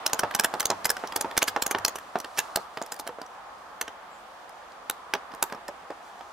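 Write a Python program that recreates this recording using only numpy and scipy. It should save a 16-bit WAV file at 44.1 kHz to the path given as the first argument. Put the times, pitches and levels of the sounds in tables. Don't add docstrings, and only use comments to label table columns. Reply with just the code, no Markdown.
import sys
import numpy as np
from scipy import signal
from scipy.fft import rfft, irfft, next_fast_len
from scipy.io import wavfile
from scipy.ndimage import uniform_filter1d

SR = 44100
rng = np.random.default_rng(int(sys.argv[2]) if len(sys.argv) > 2 else 0)


def wav_record(signal):
    frames = np.transpose(np.atleast_2d(signal))
    bounded = np.clip(frames, -1, 1)
    quanta = np.round(bounded * 32767).astype(np.int16)
    wavfile.write(sys.argv[1], SR, quanta)


N = 278712
SPAN = 4096

# t/s, pawl level/dB, handle level/dB, lid level/dB, crack level/dB,
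# favoured pawl f/Hz, favoured handle f/Hz, chatter time/ms
SNAPS = [(0.0631, -8.5, -24, -25, -11, 6000, 1700, 1.1), (0.1321, -8, -23, -18.5, -13, 6520, 1650, 0.84),
         (.1924, -16, -18, -21, -14, 5800, 2150, 1.4), (0.3488, -12, -16.5, -21.5, -11, 5930, 2040, 1),
         (.396, -9.5, -12, -19.5, -7.5, 5250, 1670, 0.79),
         (.4447, -18.5, -11, -20.5, -8.5, 5500, 1820, 1.25), (.604, -16, -17, -25, -11.5, 6100, 3340, 0.71),
         (0.6547, -8, -47, -24.5, -11.5, 6440, 1700, 0.72), (.702, -11, -38, -14.5, -28, 5900, 1740, 0.81),
         (.854, -16, -14.5, -22, -10.5, 5000, 2040, 1.4), (0.9018, -18, -17, -23.5, -8, 5280, 1710, 1.17),
         (1.1609, -14, -21, -17.5, -13, 4800, 1840, 1.22),
         (1.21, -15.5, -26.5, -24, -15.5, 6330, 1700, 1.15), (1.3764, -11.5, -11, -41, -7, 5060, 2200, 1.1),
         (1.4211, -41, -13.5, -27, -21, 5340, 2540, 2.3), (1.4272, -12.5, -13, -18, -6, 6660, 3050, 0.66),
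         (1.48, -16, -16.5, -33, -17.5, 4530, 1660, 2.9), (1.6222, -14, -21.5, -33, -13.5, 7240, 1630, 1.3),
         (1.6639, -14.5, -19, -38, -13.5, 6560, 2120, 0.87), (1.711, -19, -17.5, -22, -15, 6230, 2360, 1.6),
         (1.8487, -5.5, -23, -23, -10, 5450, 1640, 0.74), (1.8801, -19, -24.5, -25.5, -19, 6460, 1920, 1.3),
         (1.957, -30, -30, -25.5, -23.5, 5840, 2900, 1.5), (2.2011, -23.5, -33, -35, -23, 5720, 1700, 0.54),
         (2.385, -45, -14.5, -48, -18.5, 5170, 2740, 3.8), (2.389, -9, -29, -23.5, -9, 6590, 3120, 0.37),
         (2.5586, -12.5, -17.5, -18.5, -9, 5100, 2850, 0.85),
         (2.823, -22.5, -43, -59, -32, 6670, 1700, 0.54), (2.9205, -23.5, -29, -31.5, -25, 7130, 1810, 1.4),
         (2.9965, -30, -49, -27, -24, 5100, 1700, 1.4), (3.8124, -18, -18.5, -27, -18, 6130, 2170, 1.02),
         (4.8974, -15.5, -17.5, -27, -9.5, 3800, 2840, 0.43),
         (5.137, -14, -8.5, -16, -23, 5470, 2190, 0.39), (5.426, -17, -15, -15.5, -7, 7120, 2450, 0.92)]


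def undb(db):
    return 10 ** (np.asarray(db) / 20)


def at_rms(x, db):
    return x * undb(db) / np.sqrt(np.mean(x ** 2))


def at_peak(x, db):
    return x * undb(db) / abs(x).max()


def decay(t, t60):
    return np.exp(-np.log(1000) * t / t60)


def band(x, lo_hz, hi_hz, order=2):
    sos = signal.butter(order, [lo_hz, min(hi_hz, .45 * SR)], "bandpass", fs=SR, output="sos")
    return signal.sosfilt(sos, x)


def wander(rate_hz):
    k = int(SR / rate_hz)
    steps = np.repeat(rng.standard_normal(N // k + 1), k)
    return 1.43 * uniform_filter1d(uniform_filter1d(steps, k), k)[:N]


def delay(x, lag_s):
    size = next_fast_len(N + SPAN)
    shift = np.exp(-2j * np.pi * np.fft.rfftfreq(size, 1 / SR) * lag_s)
    return irfft(rfft(x, size) * shift, size)[:N]


def road(db):
    # f/Hz, relative spectral density level/dB
    spectrum = [(30, -20.5), (62, -9.5), (110, -22.5), (200, -12.5), (400, -10.5), (800, 2.5), (1250, 0.5),
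                (2000, -14), (3200, -17), (6300, -26.5), (12000, -33), (16500, -46)]
    freqs, density_db = np.transpose(spectrum)
    out = 0
    for hz in 35 * 2 ** np.arange(0, 9, .5):
        mid, side = band(rng.standard_normal((2, N)), hz * 2 ** -.25, hz * 2 ** .22)
        coherence = np.clip(1.05 - .52 * np.log2(1 + hz / 900), 0, .95)
        pair = np.sqrt(1 + coherence) * mid + np.sqrt(1 - coherence) * side * np.array([[1], [-1]])
        band_db = np.interp(np.log(hz), np.log(freqs), density_db) + wander(rate_hz=4.84)
        out = out + undb(band_db) * pair
    return at_rms(out, 0) * undb(db)


def bird():
    # t/s, duration/s, f/Hz, level/dB
    whistles = [(4.1, .08, 7540, -61), (4.12, 0.077, 6950, -66), (4.17, 0.044, 8100, -66)]
    t, out = np.arange(N) / SR, 0
    for start, length, hz, db in whistles:
        phase = 2 * np.pi * np.cumsum(hz * (1 + .03 * wander(rate_hz=400))) / SR
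        envelope = np.sin(np.pi * np.clip((t - start) / length, 0, 1))
        out = out + undb(db) * envelope * np.sin(phase)
    return out


def garden(x, t60_s=.24, gain_db=-21.5):
    t = np.arange(SR // 3) / SR
    tails = rng.standard_normal((2, len(t))) * decay(t, t60_s) * np.minimum(t / .001, 1)
    tails = band(tails, 440, 5600, order=1)
    return undb(gain_db) * np.array([signal.fftconvolve(x, h / np.linalg.norm(h))[:N] for h in tails])


def fence(x, lag_s=.011, smear_s=.0005, gain_db=-12.5):
    t = np.arange(256) / SR
    boards = rng.standard_normal((2, len(t))) * np.exp(-t / smear_s)
    echo = delay(band(x, 300, 14600, order=1), lag_s)
    return undb(gain_db) * np.array([np.convolve(echo, h / np.linalg.norm(h))[:N] for h in boards])


def rustle(db):
    grains = rng.standard_normal(N) * undb(2.5 * rng.exponential(size=N) + 2.5 * wander(rate_hz=20))
    return at_rms(band(grains, 2200, 7000, order=1), 0) * undb(db)


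def thumps(re_crack_db=-26, width_s=.0012, tight_s=3.0, tight_db=-9):
    out, offsets = np.zeros((2, N)), np.arange(-256, 256)
    pulse = np.exp(-.5 * (offsets / SR / width_s) ** 2)
    for (start, _, _, _, crack_db, *_), jolt in zip(SNAPS, rng.standard_normal((len(SNAPS), 2, 1))):
        db = crack_db + re_crack_db + tight_db * (start > tight_s)
        out[:, int((start + .002) * SR) + offsets] += jolt * undb(db) * pulse
    return out


def hive(mode_hz=98.3, rise_s=.006, t60_s=.15):
    # t/s, level/dB
    booms = [(0.227, -35), (.705, -40), (0.744, -47), (1.161, -44), (1.245, -47), (1.492, -45),
             (1.752, -41), (1.798, -39.5)]
    out, t = np.zeros(N), np.arange(SR // 3) / SR
    boom = (1 - np.exp(-t / rise_s)) * decay(t, t60_s) * np.sin(2 * np.pi * mode_hz * t)
    for start, db in booms:
        i = int(start * SR)
        out[i:i + len(t)] += undb(db) * boom
    return out


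def hook(start_s=5.428, centre_hz=13300, t60_s=.3, mode_db=-62):
    t = np.maximum(np.arange(int((start_s + .5) * SR)) / SR - start_s, 0)
    hz = centre_hz * (1 + .016 * rng.standard_normal(30))
    tones = np.sin(2 * np.pi * (np.outer(hz, t) + rng.random((30, 1))))
    ringing = undb(mode_db) * tones.sum(axis=0) * decay(t, t60_s) * (t > 0)
    return np.pad(ringing, (0, N - len(t)))


def ring(force, modes, chance, peak_db, favoured_hz, focus_db, scatter_db=3, detune=.038):
    t = np.arange(SPAN) / SR
    hz, t60 = np.transpose(modes)
    db = scatter_db * chance[:len(hz), 0]
    hz = hz * (1 + detune * chance[:len(hz), 1])
    if .85 * hz.min() < favoured_hz < 1.15 * hz.max():
        nearest = np.argmin(abs(np.log(hz / favoured_hz)))
        hz[nearest], db[nearest] = favoured_hz, focus_db
    response = undb(db) @ (np.sin(2 * np.pi * np.outer(hz, t)) * decay(t, t60[:, None]))
    return at_peak(signal.fftconvolve(force, response)[:SPAN], peak_db)


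def blows(handle_hz=1836, lid_hz=855, knock_ms=.76, tick_ms=.86):
    # t/s, lid level/dB, handle level/dB, pawl level/dB, favoured lid f/Hz
    knocks = [(0.2339, -13, -20.5, -27, 845), (.539, -15.5, -32, -24, 896), (0.7108, -18, -21, -40, 940),
              (1.0379, -19.5, -44, -52, 503), (1.2455, -18.5, -31, -49, 885),
              (1.5622, -15, -15.5, -25, 836), (1.7481, -12.5, -15.5, -48, 900),
              (2.1557, -13.5, -22, -39, 734), (2.2453, -27.5, -25.5, -28.5, 1030),
              (2.5726, -18, -54, -41, 706), (2.7723, -21.5, -22.5, -31.5, 650),
              (2.8158, -20, -53, -30, 695), (3.067, -27.5, -55, -34, 693), (3.0918, -25, -38, -47, 504),
              (3.1859, -27, -57, -60, 700), (3.2155, -26, -38, -31.5, 980),
              (5.1523, -23.5, -22.5, -37, 447), (5.3373, -29, -56, -40, 710), (5.5237, -22, -29, -29, 1003),
              (5.547, -27.5, -52, -41, 853), (5.6808, -44, -30.5, -29, 1160), (5.688, -24.5, -39, -41, 590),
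              (5.9037, -24, -56, -41.5, 553), (6.2088, -32.5, -36, -47, 790)]
    # t/s, pawl level/dB, handle level/dB, crack level/dB
    ticks = [(.0574, -52, -33, -50), (.0968, -43, -30, -35), (.3103, -38, -23, -34), (.34, -37, -26, -48),
             (.3902, -27, -21.5, -31), (.4364, -33, -22, -21), (.5976, -21, -30, -17),
             (.6275, -29, -25.5, -28), (.8447, -20, -27, -23), (0.8927, -16, -25, -33),
             (.967, -27, -24.5, -35), (1.0726, -25.5, -50, -34.5), (1.1225, -29, -24, -35),
             (1.3115, -40, -26.5, -38), (1.3677, -23, -20, -26.5), (1.7844, -28.5, -26.5, -27),
             (1.985, -43, -30, -31), (2.186, -33, -49, -32), (2.3734, -24.5, -31, -36),
             (2.8617, -35, -37, -33.5), (2.941, -45, -38, -32), (2.963, -39, -40, -38),
             (2.99, -38, -41, -38), (3.0743, -48, -24.5, -24), (3.262, -38, -49, -54),
             (3.8788, -34.5, -27, -45), (4.4926, -49, -43, -43), (4.7192, -44, -50, -59),
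             (5.3174, -43, -38, -53), (5.3473, -43, -42, -35), (5.4988, -44, -33, -47)]

    def idle_pawl_hz():
        return 4960 * np.exp(.09 * np.clip(rng.standard_normal(), -1.4, 2))

    rows = [(*snap, lid_hz, ms) for *snap, ms in SNAPS]
    rows += [(start, pawl_db, handle_db, lid_db, pawl_db - 7, idle_pawl_hz(), handle_hz, hz, knock_ms)
             for start, lid_db, handle_db, pawl_db, hz in knocks]
    rows += [(start, pawl_db, handle_db, handle_db - 6.5, crack_db,
              idle_pawl_hz(), handle_hz, lid_hz, tick_ms)
             for start, pawl_db, handle_db, crack_db in ticks]
    return rows


def ratchet():
    # f/Hz, T60/s
    pawl_modes = [(4300, .006), (4800, .006), (5330, .009), (6250, .009), (7260, .006), (7900, .006)]
    handle_modes = [(1620, .022), (1800, .018), (2100, .01), (2480, .01), (2700, .01), (3130, .012),
                    (3600, .008)]
    spring_modes = [(9200, .012), (10300, .006), (11000, .008), (11900, .008), (13100, .006), (14300, .006)]
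    lid_modes = [(310, .025), (400, .03), (490, .035), (650, .035), (850, .035), (980, .03), (1200, .02)]
    lead = 512
    out, t, rows = np.zeros(N + SPAN), (np.arange(SPAN) - lead) / SR, blows()
    noises = rng.standard_normal((len(rows), 3, SPAN))
    chances = rng.standard_normal((len(rows), 4, 8, 2))

    def pulse(decay_s):
        return (t >= 0) * np.exp(-abs(t) / decay_s)

    contact = pulse(.00007)
    for row, (hiss, rub, grit), chance in zip(rows, noises, chances):
        start, pawl_db, handle_db, lid_db, crack_db, pawl_hz, handle_hz, lid_hz, chatter_ms = row
        slip = np.clip((t - .0015) / (max(chatter_ms, .1) / 1000), -50, 50)
        swell = 1 / (np.exp(-slip) + np.exp(slip / 1.81))
        chatter = hiss * swell
        rattle = rub * pulse(.015)
        dense_modes = grit * (swell + .12 * pulse(.009))
        blow = ring(chatter, pawl_modes, chance[0], pawl_db, pawl_hz, focus_db=12)
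        blow += at_peak(band(dense_modes, 1.023 * pawl_hz, 1.126 * pawl_hz), pawl_db - 9.5)
        blow += ring(chatter + contact, handle_modes, chance[1], handle_db, handle_hz, focus_db=9)
        blow += at_peak(band(dense_modes + 1.5 * contact, 1500, 3500), handle_db - 6)
        blow += ring(chatter, spring_modes, chance[2], crack_db - 9, favoured_hz=9200, focus_db=5)
        blow += at_peak(band(grit * swell, 5530, 14460, order=3), crack_db)
        blow -= ring(contact + .16 * rattle, lid_modes, chance[3], lid_db, lid_hz, focus_db=9)
        blow -= at_peak(band(contact + .23 * rattle, 309, 1047), lid_db - 2.5)
        i = int(start * SR) - lead
        out[i:i + SPAN] += blow
    return band(out[:N], 178, 20000, order=3)


def scene(left_lag_s=2.1e-5, left_db=-1.9, road_left_db=-.8):
    # t/s, road level/dB, rustle level/dB
    noise_levels = [(0, -37.5, -89), (.5, -38, -63), (1.0, -38.5, -54), (1.5, -39, -65), (1.85, -38, -72),
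                    (2.0, -42.5, -58.5), (2.35, -43, -59), (2.45, -40.5, -54.5), (2.7, -44.5, -60.5),
                    (3.3, -44, -66), (4.1, -44, -73), (4.45, -44.5, -67), (4.8, -44.5, -73),
                    (5.5, -43, -69), (6.32, -44.5, -61.5)]
    times, *columns = np.transpose(noise_levels)
    road_db, rustle_db = (np.interp(np.arange(N) / SR, times, db) for db in columns)
    hits = ratchet() + hook()
    near = hits + hive() + rustle(rustle_db)
    direct = np.array([undb(left_db / 2) * delay(near, left_lag_s), undb(-left_db / 2) * near])
    road_balance = undb(np.array([[.5], [-.5]]) * road_left_db)
    return direct + fence(hits) + garden(hits) + thumps() + road_balance * road(road_db) + bird()


def record(dry, cutoff_hz=15700):
    soft = np.tanh(1.319 * dry) / 1.467
    return signal.sosfilt(signal.ellip(8, .2, 70, cutoff_hz, fs=SR, output="sos"), soft)


dry = scene()
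out = record(dry)
wav_record(out)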